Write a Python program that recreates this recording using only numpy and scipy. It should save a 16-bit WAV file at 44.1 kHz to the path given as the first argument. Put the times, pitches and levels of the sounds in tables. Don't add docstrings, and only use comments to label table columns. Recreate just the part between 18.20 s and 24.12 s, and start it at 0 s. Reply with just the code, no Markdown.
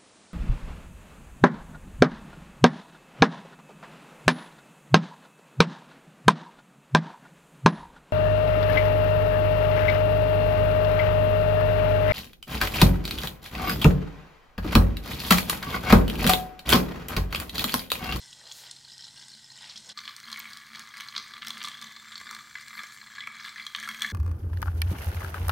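import sys
import numpy as np
from scipy import signal
from scipy.fft import rfft, irfft
from scipy.io import wavfile
from scipy.ndimage import uniform_filter1d, map_coordinates

SR = 44100
rng = np.random.default_rng(int(sys.argv[2]) if len(sys.argv) > 2 else 0)


def store_pcm(level_fs):
    pcm = np.round(np.clip(level_fs, -1, 1) * 32767).astype(np.int16)
    wavfile.write(sys.argv[1], SR, np.atleast_2d(pcm).T)


N = 261072
TIME = np.arange(N) / SR
LEAVE_S, ARRIVE_S = 1.728, 1.762
SHAFT_HZ = 44.35
CONE_SHIFT = 0.021

# start in seconds, relative level in dB, pitch in Hz, relative share of fine spray in dB.
LOUD_POPS = [(0.1293, -41, 3390, 4), (0.3144, -34, 4220, -9), (0.3222, -30.5, 6630, -20),
             (0.5117, -29, 3350, -1), (0.78, -33, 4460, -6), (0.823, -36, 4150, -15),
             (0.842, -39, 5000, -6), (1.497, -33, 4440, -19), (1.578, -33.5, 5600, -7),
             (1.691, -36.5, 4470, -1), (1.775, -18.5, 4370, -35), (1.789, -20, 3420, -31),
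             (1.8548, -27.5, 3500, -28), (1.8777, -18.5, 2980, -24), (1.8922, -27.5, 3370, -20),
             (1.9648, -24.5, 5400, 10), (2.0017, -29, 3940, 11), (2.1007, -28, 2880, -12),
             (2.1173, -25.5, 4180, 7), (2.128, -17.5, 4260, -13), (2.142, -25.5, 2800, -21),
             (2.16, -23, 2290, -23), (2.1737, -26.5, 2100, -7), (2.201, -22, 2600, -6),
             (2.2434, -30, 2200, -25), (2.255, -25, 2200, -37), (2.31, -32, 4900, -9),
             (2.333, -24.5, 4600, -10), (2.372, -25, 7200, 19), (2.467, -35, 6050, 18),
             (2.5414, -32, 2800, -20), (2.5577, -27, 3450, -12), (2.5947, -23.5, 3000, 4),
             (2.7395, -31, 2250, -25), (2.765, -30, 2290, -30), (2.7704, -25, 2140, -8),
             (2.780, -28.5, 2180, -8), (2.801, -23, 2750, -17), (2.8072, -21.5, 2730, -10),
             (2.8859, -23, 4200, -17), (2.9248, -29, 2770, -25), (2.951, -24, 2680, -41),
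             (2.9641, -12, 3850, -39), (2.9791, -13.5, 4500, -47), (3.137, -25.5, 3380, -24),
             (3.167, -26.5, 2410, -25), (3.2209, -21, 3000, -26), (3.229, -22.5, 2540, -34),
             (3.2479, -27, 2600, -10), (3.2667, -26, 2580, 3), (3.2706, -18.5, 2940, -11),
             (3.283, -18.5, 1800, 0), (3.294, -28, 2830, -9), (3.305, -16, 3350, -11.5),
             (3.3619, -40, 2000, -19), (3.371, -26.5, 2640, -18), (3.38, -27.5, 2600, -5),
             (3.4053, -25, 3000, -23), (3.416, -19.5, 2670, -30), (3.4295, -22.5, 2540, -8),
             (3.439, -21.5, 3070, -6), (3.4457, -17, 3420, -23), (3.452, -20.5, 3500, -7),
             (3.461, -27, 3360, -3), (3.4738, -19.5, 3230, -19), (3.4848, -22.5, 3120, -11.5),
             (3.516, -26.5, 3100, -26), (3.6148, -25.5, 2900, 0), (3.6249, -25.5, 3200, -11),
             (3.7124, -34, 2160, -27), (3.7635, -29.5, 3920, -21), (3.92, -27.5, 3400, -18),
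             (3.956, -20.5, 4100, -35), (3.979, -23.5, 4200, -9), (4.0009, -30.5, 2010, -7),
             (4.0133, -26.5, 1600, -18), (4.111, -20.5, 1290, -7.5), (4.149, -23.5, 2020, 18),
             (4.188, -29, 1670, -14), (4.3543, -19.5, 1870, -43), (4.4102, -33.5, 2030, 2),
             (4.4823, -26.5, 6300, 14), (4.5301, -29.5, 1900, -26), (4.593, -26, 2130, -24),
             (4.635, -25.5, 1400, -9), (4.667, -33, 1600, -13), (4.9815, -26.5, 1860, -30),
             (5.006, -24.5, 3130, -34), (5.0724, -23, 1830, -16), (5.2131, -30, 1600, -41),
             (5.2506, -29, 3240, -22), (5.2601, -25, 3200, -16), (5.2821, -27.5, 2700, -15),
             (5.36, -25.5, 1750, -20), (5.382, -24, 2270, -23), (5.3976, -22, 2260, -29),
             (5.411, -30, 1950, -28), (5.466, -18.5, 3480, -12.5), (5.549, -11, 2900, -36),
             (5.5614, -21.5, 3630, -6.5), (5.585, -21.5, 1820, -30), (5.6, -23, 2100, -5),
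             (5.6283, -23, 1700, -11), (5.635, -23, 2270, -14), (5.6537, -27, 1600, -17),
             (5.676, -19, 1270, -16), (5.689, -17, 2150, -5.5), (5.7007, -27, 1950, -20),
             (5.713, -24, 2430, -17), (5.746, -24.5, 2400, -12.5), (5.796, -28, 2600, -6),
             (5.8076, -26, 1700, -6), (5.82, -11, 3230, -8.5), (5.8303, -19.5, 2380, -9),
             (5.8454, -18, 1970, -24), (5.865, -25, 1900, 4.5), (5.901, -22, 1840, -11),
             (5.912, -28, 2200, 4)]


def undb(db):
    return 10 ** (np.asarray(db) / 20)


def rms(x):
    return np.sqrt(np.mean(x ** 2)) + 1e-12


def curves(table):
    s, *columns = np.transpose(table)
    return [np.interp(TIME, s, c) for c in columns]


def response(points, modes=(), size=4096):
    hz = np.arange(size // 2 + 1) * SR / size
    point_hz, point_db = np.transpose(points)
    db = np.interp(np.log(hz + 1), np.log(point_hz), point_db)
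    db += sum(lift / (1 + (2 * (hz - f) / width) ** 2) for f, width, lift in modes)
    cepstrum = irfft(np.log(undb(db)))
    cepstrum[1:size // 2] *= 2
    cepstrum[size // 2 + 1:] = 0
    return irfft(np.exp(rfft(cepstrum)))[:size // 2]


def through(x, ring):
    return signal.fftconvolve(x, ring)[:len(x)]


def band_noise(hz, width_hz):
    x = signal.lfilter(*signal.iirpeak(hz, hz / width_hz, SR), rng.standard_normal(N))
    x = signal.lfilter(*signal.iirpeak(hz, hz / width_hz / 2, SR), x)
    return x / rms(x)


def walk(rate_hz):
    return map_coordinates(rng.standard_normal(1024), [TIME * rate_hz], order=2, mode="wrap")


def rumble(db):
    # frequency in Hz, relative level in dB.
    colour = [(20, -6), (45, -8.5), (70, 0), (110, 3), (180, 3), (280, -3), (450, -12), (900, -9),
              (3000, -10), (15000, -27)]
    wash = through(rng.standard_normal(N), response(colour))
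    return undb(db + walk(5.88)) * wash / rms(wash)


def room(x, wet_db, t60_s, echo_db, echo_s):
    t = TIME[:SR // 2]
    tails = rng.standard_normal((2, len(t))) * undb(-60 * t / t60_s) * np.minimum(t / 0.0031, 1)
    one, other = (through(x, tail / np.sqrt(np.sum(tail ** 2))) for tail in tails)
    turn = np.pi * 0.791 * TIME
    echo = np.pad(x, (int(echo_s * SR), 0))[:N]
    return x + undb(echo_db) * echo + undb(wet_db) * (np.cos(turn) * one + np.sin(turn) * other)


def motor_hum(overhead):
    # multiple of the shaft rate, level beside the cone in dB, level above it in dB.
    harmonics = [(3, -71, -75.5), (5, -83.5, -73), (8, -86.5, -85)]
    turns = np.cumsum(SHAFT_HZ * (1 + 0.0068 * walk(7))) / SR
    return sum(np.sqrt(2) * undb(above_db if overhead else beside_db) * np.sin(2 * np.pi * k * turns)
               for k, beside_db, above_db in harmonics)


def swishes():
    # peak time in seconds, half-length in seconds, level in dB, tilt (higher is brighter).
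    swells = [(0.27, 0.072, -60, -9), (0.383, 0.053, -49, 16), (0.438, 0.062, -58, -5),
              (1.485, 0.073, -51, -0.5), (1.696, 0.04, -59.5, -8.5)]
    out = 0
    for s, length, db, tilt in swells:
        colour = [(200, -41.5), (500, -14.0), (4000, 3 * tilt), (16000, 5 * tilt - 45)]
        noise = through(rng.standard_normal(N), response(colour))
        out += undb(db) * noise / rms(noise) * np.exp(-.5 * ((TIME - s) / length) ** 2)
    return out


def whistles():
    # peak time in seconds, half-length in seconds, centre in Hz, width in Hz, level in dB.
    bands = [(2.155, .2, 14800, 1100, -70), (2.194, 0.0022, 14300, 890, -39.5), (3, 0.017, 4430, 695, -54),
             (3.722, .13, 3540, 190, -57.5), (4.0, 0.2, 7440, 302, -59.5), (4.648, 0.43, 7420, 452, -61.5),
             (4.386, 0.041, 12400, 1800, -79), (4.58, 0.046, 12800, 5000, -60),
             (4.745, 0.016, 9000, 6000, -57), (5.8, 0.27, 11600, 600, -68), (5.85, 0.17, 13900, 3000, -66)]
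    return sum(undb(db + walk(32)) * band_noise(hz, width) * np.exp(-.5 * ((TIME - s) / length) ** 2)
               for s, length, hz, width, db in bands)


def knocks(gain_db, decay_s):
    # start in seconds, peak in dB before gain_db.
    blows = [(3.279, -48), (4.012, -50), (4.635, -48.5)]
    dull = response([(60, 5), (250, 6), (900, 9), (2500, -17), (9000, -32)])
    t = TIME[:len(dull)]
    out = np.zeros(N)
    for s, db in blows:
        blow = through(rng.standard_normal(len(t)) * np.exp(-t / decay_s), dull)
        out[int(s * SR):][:len(blow)] += undb(db + gain_db) * blow / np.abs(blow).max()
    return out


def gulps(lag_s=0, stretch=1, rise_share=0.83):
    # peak time in seconds, fall time in seconds,
    # strength in dB, share of small bubbles in dB, share of boom in dB.
    dips = [(0.01, 0.037, -63, 11.5, -26), (0.283, 0.029, -60, 8.5, -22), (0.43, 0.039, -57, 3, -25),
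            (0.72, 0.047, -66.5, 13, -10), (0.836, 0.046, -61.5, 9, -13), (0.988, 0.065, -58.5, 7.5, -12),
            (1.14, 0.044, -61.5, 7, -4), (1.412, 0.083, -56.5, 4, -14), (1.572, 0.028, -62, 8, 3),
            (1.706, 0.034, -52, 2.5, -3), (1.78, 0.022, -52.5, 4, -23), (1.875, 0.036, -50.5, 3.5, -10),
            (2.13, 0.093, -46.5, -2, -11), (2.282, 0.054, -53, -1, -3.5), (2.563, 0.051, -45.5, -1, -10.5),
            (2.792, .045, -45.5, -0.5, -16), (2.968, 0.035, -44, -0.5, -12.5),
            (3.132, 0.055, -52, -6.5, -4.5), (3.301, 0.076, -46.5, -3.5, -4.5),
            (3.445, 0.073, -47, -1.5, -6), (3.625, 0.053, -48, 0.5, -5.5), (3.76, 0.036, -54.5, 0.5, -5.5),
            (3.92, 0.07, -49.5, -3, -12), (4.111, 0.056, -41.5, -5, -11.5), (4.384, .035, -47, -2, -29),
            (4.576, .07, -42.5, -5.5, -16), (4.794, 0.057, -47, -3, -17), (4.987, 0.054, -45, -5, -25),
            (5.114, 0.052, -52, -5, -9), (5.24, .05, -44.5, 0.5, -22), (5.405, 0.037, -44, -1, -15),
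            (5.607, 0.045, -48, -1.5, -5.5), (5.685, 0.063, -44, -4.5, -9.5), (5.835, .04, -42.5, -2, -5.5)]
    power = np.zeros((3, N))
    for s, length, db, small_db, boom_db in dips:
        age = (TIME - s - lag_s) / (length * stretch)
        swell = np.exp(-np.where(age < 0, age / rise_share, age) ** 2)
        power += np.outer(undb([db, db + small_db, db + boom_db]) ** 2, swell)
    return power


def boom(gain_db, wash_db, hz=220):
    swell = np.sqrt(gulps(lag_s=0.013, stretch=1.14)[2])
    turns = np.cumsum(hz * (1 + 0.03 * walk(35))) / SR
    note = np.sqrt(2) * np.sin(2 * np.pi * turns) * undb(3.5 * walk(45))
    wash = undb(-5.0) * band_noise(181, 120) + undb(wash_db) * band_noise(760, 630)
    return undb(gain_db) * swell * (note + wash)


def retuned(cone, shift):
    return map_coordinates(cone, [np.arange(len(cone)) * (1 + shift)], order=5)


def heaving(x, cone):
    blend = .5 + .5 * np.tanh(2 * walk(5.0))
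    low, high = (through(x, retuned(cone, shift)) for shift in (-CONE_SHIFT, CONE_SHIFT))
    return (1 - blend) * low + blend * high


def sway(x, width_hz):
    # time in seconds, centre in Hz, gain added at the centre.
    path = [(3.2, 3410, 0.05), (3.8, 3570, 1.2), (4.5, 3450, 0.23), (5.0, 3480, 1.1), (5.12, 3480, 0.65),
            (5.2, 3260, 0.68), (5.28, 3620, 1.5), (5.35, 3300, 0.83), (5.465, 3220, 2.3),
            (5.55, 3285, 0.37), (5.6, 3440, 1.1), (5.65, 3320, 3), (5.82, 3284, 2.15), (5.9, 3420, 0.73)]
    hz, gain = curves(path)
    turn = np.exp(2j * np.pi * np.cumsum(hz) / SR)
    pole = np.exp(-np.pi * width_hz / SR)
    return x + gain * 2 * np.real(turn * signal.lfilter([1 - pole], [1, -pole], x / turn))


def close_in(x):
    # centre in Hz, width in Hz, lift in dB.
    near_modes = [(864, 1140, -4), (1688, 195, 10), (3040, 380, -4.5), (4176, 170, 7), (4960, 1340, -5),
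                  (6000, 320, 2.5), (8230, 380, 5), (11670, 310, 4.5), (13200, 560, -5)]
    # time in seconds, closeness from 0 to 1.
    approach = [(3.8, 0.58), (5.1, 1), (5.55, 1)]
    near = curves(approach)[0]
    return (1 - near) * x + near * through(x, response([(20, 0), (20000, 0)], near_modes))


def bubble(hz, cycles, glide, size=512):
    t = np.arange(size) / SR
    age = hz * t / cycles
    return np.exp(-age) * np.sin(2 * np.pi * hz * t * (1 + glide * age / (1 + age)))


def pings(from_s, to_s, gain_db, rough, rise_s=0.00095):
    # start in seconds, peak in dB before gain_db, pitch in Hz, decay in seconds.
    free_bubbles = [(0.051, -50, 1610, 0.0044), (0.1284, -34, 3300, .0022), (0.212, -45.5, 1780, .006),
                    (0.254, -39, 4080, .003), (0.273, -40, 4080, 0.0026), (0.3005, -38, 4180, .002),
                    (0.3142, -28, 3300, 0.0025), (0.467, -37, 3050, 0.0015), (0.4933, -41, 4150, .003),
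                    (0.5646, -37, 4150, 0.0033), (0.648, -38, 4220, 0.0037), (0.676, -49, 1550, 0.0045),
                    (0.688, -43, 3440, .003), (0.7183, -33, 4960, 0.0033), (0.733, -37, 5400, 0.0018),
                    (0.8073, -33, 5280, 0.0018), (1.1012, -35.5, 4470, .002), (1.1386, -34.5, 4100, 0.0039),
                    (1.2433, -38, 5200, .0025), (1.302, -36, 4140, 0.0037), (1.321, -37, 5070, .002),
                    (1.3848, -39, 3000, 0.0022), (1.558, -33, 3230, 0.0023), (1.676, -40, 5240, .0025),
                    (2.04, -34, 4090, 0.0023), (2.079, -32.5, 3150, 0.0043), (2.982, -54.5, 434, 0.032),
                    (3.543, -32, 3290, 0.0044), (3.66, -39, 3480, .005), (3.79, -44, 3540, 0.0046),
                    (5.005, -26, 3324, 0.0038), (5.008, -33, 1990, 0.01), (5.023, -33, 2130, 0.0065),
                    (5.037, -30, 2230, 0.0051), (5.0722, -18, 2196, 0.0021), (5.074, -29, 1243, 0.0038),
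                    (5.191, -43, 3360, .005), (5.8471, -18, 1766, 0.0025)]
    t = TIME[:SR // 6]
    out = np.zeros(N + len(t))
    for s, db, hz, decay_s in free_bubbles:
        if from_s <= s < to_s:
            shake = 1 + rough * np.sqrt(32) * uniform_filter1d(rng.standard_normal(len(t)), size=32)
            ring = shake * bubble(hz, hz * decay_s, glide=0.026, size=len(t)) * (1 - np.exp(-t / rise_s))
            out[int(s * SR):][:len(t)] += undb(db + gain_db) * ring / np.abs(ring).max()
    return out[:N]


def splutter(spread_db, chop_db, cluster_db, count):
    when, size = rng.random((count, 2)).T
    at = (when * N).astype(int)
    strength = np.minimum(-np.log(1 - size), 3.6)
    blade = np.cos(2 * np.pi * 2 * SHAFT_HZ * at / SR)
    return at, spread_db * strength + chop_db * blade + cluster_db * np.tanh(walk(70)[at])


def swarm(tears, low_hz, high_hz, cycles, scatter_db, count, burst_s=.0006):
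    start, db = tears
    db = np.repeat(db + scatter_db * (2 * rng.random(len(db)) - 1), count)
    pitch, size, life, lag, sign = rng.random((len(db), 5)).T
    start = np.repeat(start, count) + (-np.log(1 - lag) * burst_s * SR).astype(int)
    hz = low_hz * (high_hz / low_hz) ** pitch
    push = np.sign(sign - .5) * undb(db) * (.5 + size)
    waves = push[:, None] * bubble(hz[:, None], cycles * (.5 + life[:, None]), glide=0.064, size=256)
    samples = start[:, None] + np.arange(256)
    return np.bincount(samples.ravel(), waves.ravel(), N)[:N]


def spurts(cone, octaves, cycles, gain_db):
    # middle in seconds, half-length in seconds, level in dB before gain_db, mid pitch in Hz.
    shreds = [(0.846, 0.0052, -44, 4260), (1.507, 0.005, -44, 4700), (1.564, 0.0028, -40, 4570),
              (1.5745, 0.0016, -37, 4100), (1.582, .0045, -46, 5000), (1.701, 0.0058, -41.5, 4000)]
    out = 0
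    for s, length, db, hz in shreds:
        at = ((s + length * 1.6 * (2 * rng.random(40) - 1)) * SR).astype(int)
        tears = at, np.zeros(len(at))
        cloud = swarm(tears, hz / 2 ** octaves, hz * 2 ** octaves, cycles, scatter_db=7, count=2)
        cloud = through(cloud, cone)
        out += undb(db + gain_db) * cloud / np.sqrt(np.sum(cloud ** 2) / (np.pi * length * SR))
    return out


def airflow(large_db, small_db, hiss, hiss_db, spray_db=-8):
    large, small, _ = gulps()
    finest = undb(curves(hiss)[0] + hiss_db) ** 2 + undb(spray_db) ** 2 * small
    return np.sqrt([undb(large_db) ** 2 + large, undb(small_db) ** 2 + small, finest])


def fizz(flows, cone, tears, cycles, haze_db):
    large = swarm(tears, 1048, 2216, cycles=1.0, scatter_db=0.5, count=2)
    small = swarm(tears, 2710, 5280, cycles=cycles, scatter_db=-1.5, count=2)
    finest = swarm(tears, 5720, 15300, cycles=8.9, scatter_db=16.0, count=3)
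    haze = through(rng.standard_normal(N), response([(2500, -14.5), (5500, -16.0), (15500, -12.0)]))
    finest = finest / rms(finest) + undb(haze_db) * haze / rms(haze)
    bubbles = sum(x * flow / rms(through(x, cone)) for x, flow in zip((large, small, finest), flows))
    return heaving(bubbles, cone)


def stray_pops(flow, from_s, over_db, scatter_db, low_hz, high_hz, spray_db, count):
    turn, size, pitch = rng.random((count, 3)).T
    drawn = np.cumsum(flow * (TIME > from_s))
    at = np.searchsorted(drawn, drawn[-1] * (np.arange(count) + turn) / count)
    levels = 20 * np.log10(flow[at]) + over_db + scatter_db * (2 * size - 1)
    pitches = low_hz * (high_hz / low_hz) ** pitch
    return [(s, db, hz, spray_db) for s, db, hz in zip(TIME[at], levels, pitches)]


def pops(rows, cone, cycles, crack, thud_db, spray_db, spit_s, rebound, rebound_s, gain_db):
    thud = response([(400, -13), (700, -6.5), (1100, 11.5), (4800, -24.5), (7000, -19), (14000, -55)])
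    spray = response([(2000, -8.5), (5500, 0.5), (9000, 2.0), (12000, 1.0), (15500, -3.5)])
    t = TIME[:len(cone)]
    out = np.zeros(N + len(cone))
    for (s, db, hz, sharp_db), (life, heave, *kicks) in zip(rows, rng.random((len(rows), 4))):
        spit = rng.standard_normal(len(t)) * np.exp(-t / spit_s)
        spit[0] += crack
        push = undb(thud_db) * through(spit, thud) + undb(spray_db + sharp_db) * through(spit, spray)
        ring = bubble(hz, cycles * (0.27 + .5 * life), glide=0.052)
        push[:len(ring)] += ring
        for k, kick in enumerate(kicks, 1):
            late = int(rebound_s * (k + .6 * (kick - .5)) * SR)
            push[late:late + len(ring)] += rebound ** k * ring
        pop = through(push, retuned(cone, CONE_SHIFT * (2 * heave - 1)))
        crest = np.sqrt(2 * uniform_filter1d(pop ** 2, size=44, mode="constant").max())
        out[int(s * SR):][:len(pop)] += undb(db + gain_db) * pop / crest
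    return out[:N]


def beside_cone():
    # frequency in Hz, gain in dB.
    wall = [(100, -49), (400, -12.5), (800, -11.5), (1250, -18), (2500, -6.5), (3300, 8.5), (5200, 5),
            (8300, 7), (10500, -7.5), (16000, -22)]
    # centre in Hz, width in Hz, lift in dB.
    wall_modes = [(920, 280, 15.5), (1540, 220, 15.5), (1956, 210, 17), (2940, 180, 0.5), (4130, 160, 9.5),
                  (5270, 900, 9.5), (7300, 290, 2)]
    # time in seconds, relative level in dB.
    hiss = [(0.0, -55), (0.416, -60.5), (0.538, -58.5), (1.562, -58.5), (1.7, -56.5)]
    cone = response(wall, wall_modes)
    tears = splutter(spread_db=2.5, chop_db=1.1, cluster_db=2.0, count=1700)
    flows = airflow(large_db=-66.0, small_db=-60.0, hiss=hiss, hiss_db=3.5)
    water = undb(-0.5) * fizz(flows, cone, tears, cycles=10.6, haze_db=9)
    water += spurts(cone, octaves=0.64, cycles=5.0, gain_db=-3.0)
    rows = [row for row in LOUD_POPS if row[0] < LEAVE_S]
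    water += pops(rows, cone, cycles=7.2, crack=0.93, thud_db=-36.0, spray_db=3.0, spit_s=0.0037,
                  rebound=0.61, rebound_s=0.001276, gain_db=-2.0)
    water += pings(0, LEAVE_S, gain_db=-1.5, rough=0.51)
    heard = room(water, wet_db=-9.0, t60_s=0.3, echo_db=-27.0, echo_s=0.0072)
    return heard + boom(-6.5, wash_db=-13.0) + swishes() + motor_hum(overhead=False) + rumble(-66.5)


def above_mouth():
    # frequency in Hz, gain in dB.
    mouth = [(100, -19), (350, -17.5), (650, -25.5), (850, -10.5), (1050, -3), (1450, -1.5), (2250, -1.5),
             (2650, -4.5), (3100, 3), (4500, 8), (5400, 5), (8800, -6), (10300, -10.5), (15500, -8.5)]
    # centre in Hz, width in Hz, lift in dB.
    mouth_modes = [(1176, 86, 8.8), (1720, 36, 4.4), (2027, 54, 11.4), (2252, 165, 10.5), (3336, 180, 5.8),
                   (4410, 170, 2.5), (5930, 52, 2), (7000, 37, 1.2), (8990, 170, 8), (10800, 60, 6.6),
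                   (13600, 270, 2)]
    # time in seconds, relative level in dB.
    hiss = [(1.8, -56.5), (2.18, -56), (2.64, -58), (3.25, -57), (3.49, -59), (3.65, -58), (4.63, -55.5),
            (4.77, -56), (5.06, -62), (5.29, -57.5), (5.79, -54), (5.92, -52)]
    cone = response(mouth, mouth_modes)
    tears = splutter(spread_db=1.55, chop_db=0.8, cluster_db=1.0, count=1300)
    flows = airflow(large_db=-50.0, small_db=-56.5, hiss=hiss, hiss_db=3.0)
    water = undb(-3.0) * fizz(flows, cone, tears, cycles=15.0, haze_db=4.5)
    rows = [row for row in LOUD_POPS if row[0] > LEAVE_S]
    rows += stray_pops(flows[1], ARRIVE_S, over_db=9, scatter_db=4.5, low_hz=1760, high_hz=3760,
                       spray_db=-10, count=14)
    water += pops(rows, cone, cycles=2.13, crack=4.46, thud_db=-6.5, spray_db=4.0, spit_s=0.0013,
                  rebound=0.75, rebound_s=.0017, gain_db=-7.0)
    water = sway(close_in(water), width_hz=76) + pings(LEAVE_S, TIME[-1], gain_db=-3.0, rough=0.17)
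    heard = room(water, wet_db=-7.0, t60_s=0.64, echo_db=-16.0, echo_s=0.011)
    heard += boom(-7.5, wash_db=-7.5) + whistles() + knocks(gain_db=1.5, decay_s=0.0033)
    return heard + motor_hum(overhead=True) + rumble(-67.0)


def scene():
    # centre in Hz, width in Hz, share added to the left and taken from the right.
    ports = [(1900, 254, 0.32), (4360, 1700, -0.012), (9450, 310, -0.36), (13000, 2500, 0.031)]
    fade_out = np.clip((LEAVE_S - TIME) / 0.018 + .5, .12, 1) * (TIME < ARRIVE_S)
    fade_in = np.clip((TIME - ARRIVE_S) / 0.049 + .5, 0, 1)
    mid = beside_cone() * fade_out + above_mouth() * fade_in
    side = sum(share * signal.lfilter(*signal.iirpeak(hz, hz / width, SR), mid)
               for hz, width, share in ports)
    return np.array([mid + side, mid - side])


def record(dry):
    colour = response([(20, 27), (120, 29), (250, -5), (1200, -14), (2000, 41), (3000, 10),
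                       (6000, -25), (9700, 28), (10800, 5), (13000, 17), (15500, 12)])
    hiss = np.array([through(rng.standard_normal(N), colour) for _ in dry])
    top_cut = signal.ellip(10, .2, 70, 15800, fs=SR, output="sos")
    return signal.sosfilt(top_cut, dry + undb(-79.5) * hiss / rms(hiss))


dry = scene()
out = record(dry)
store_pcm(out)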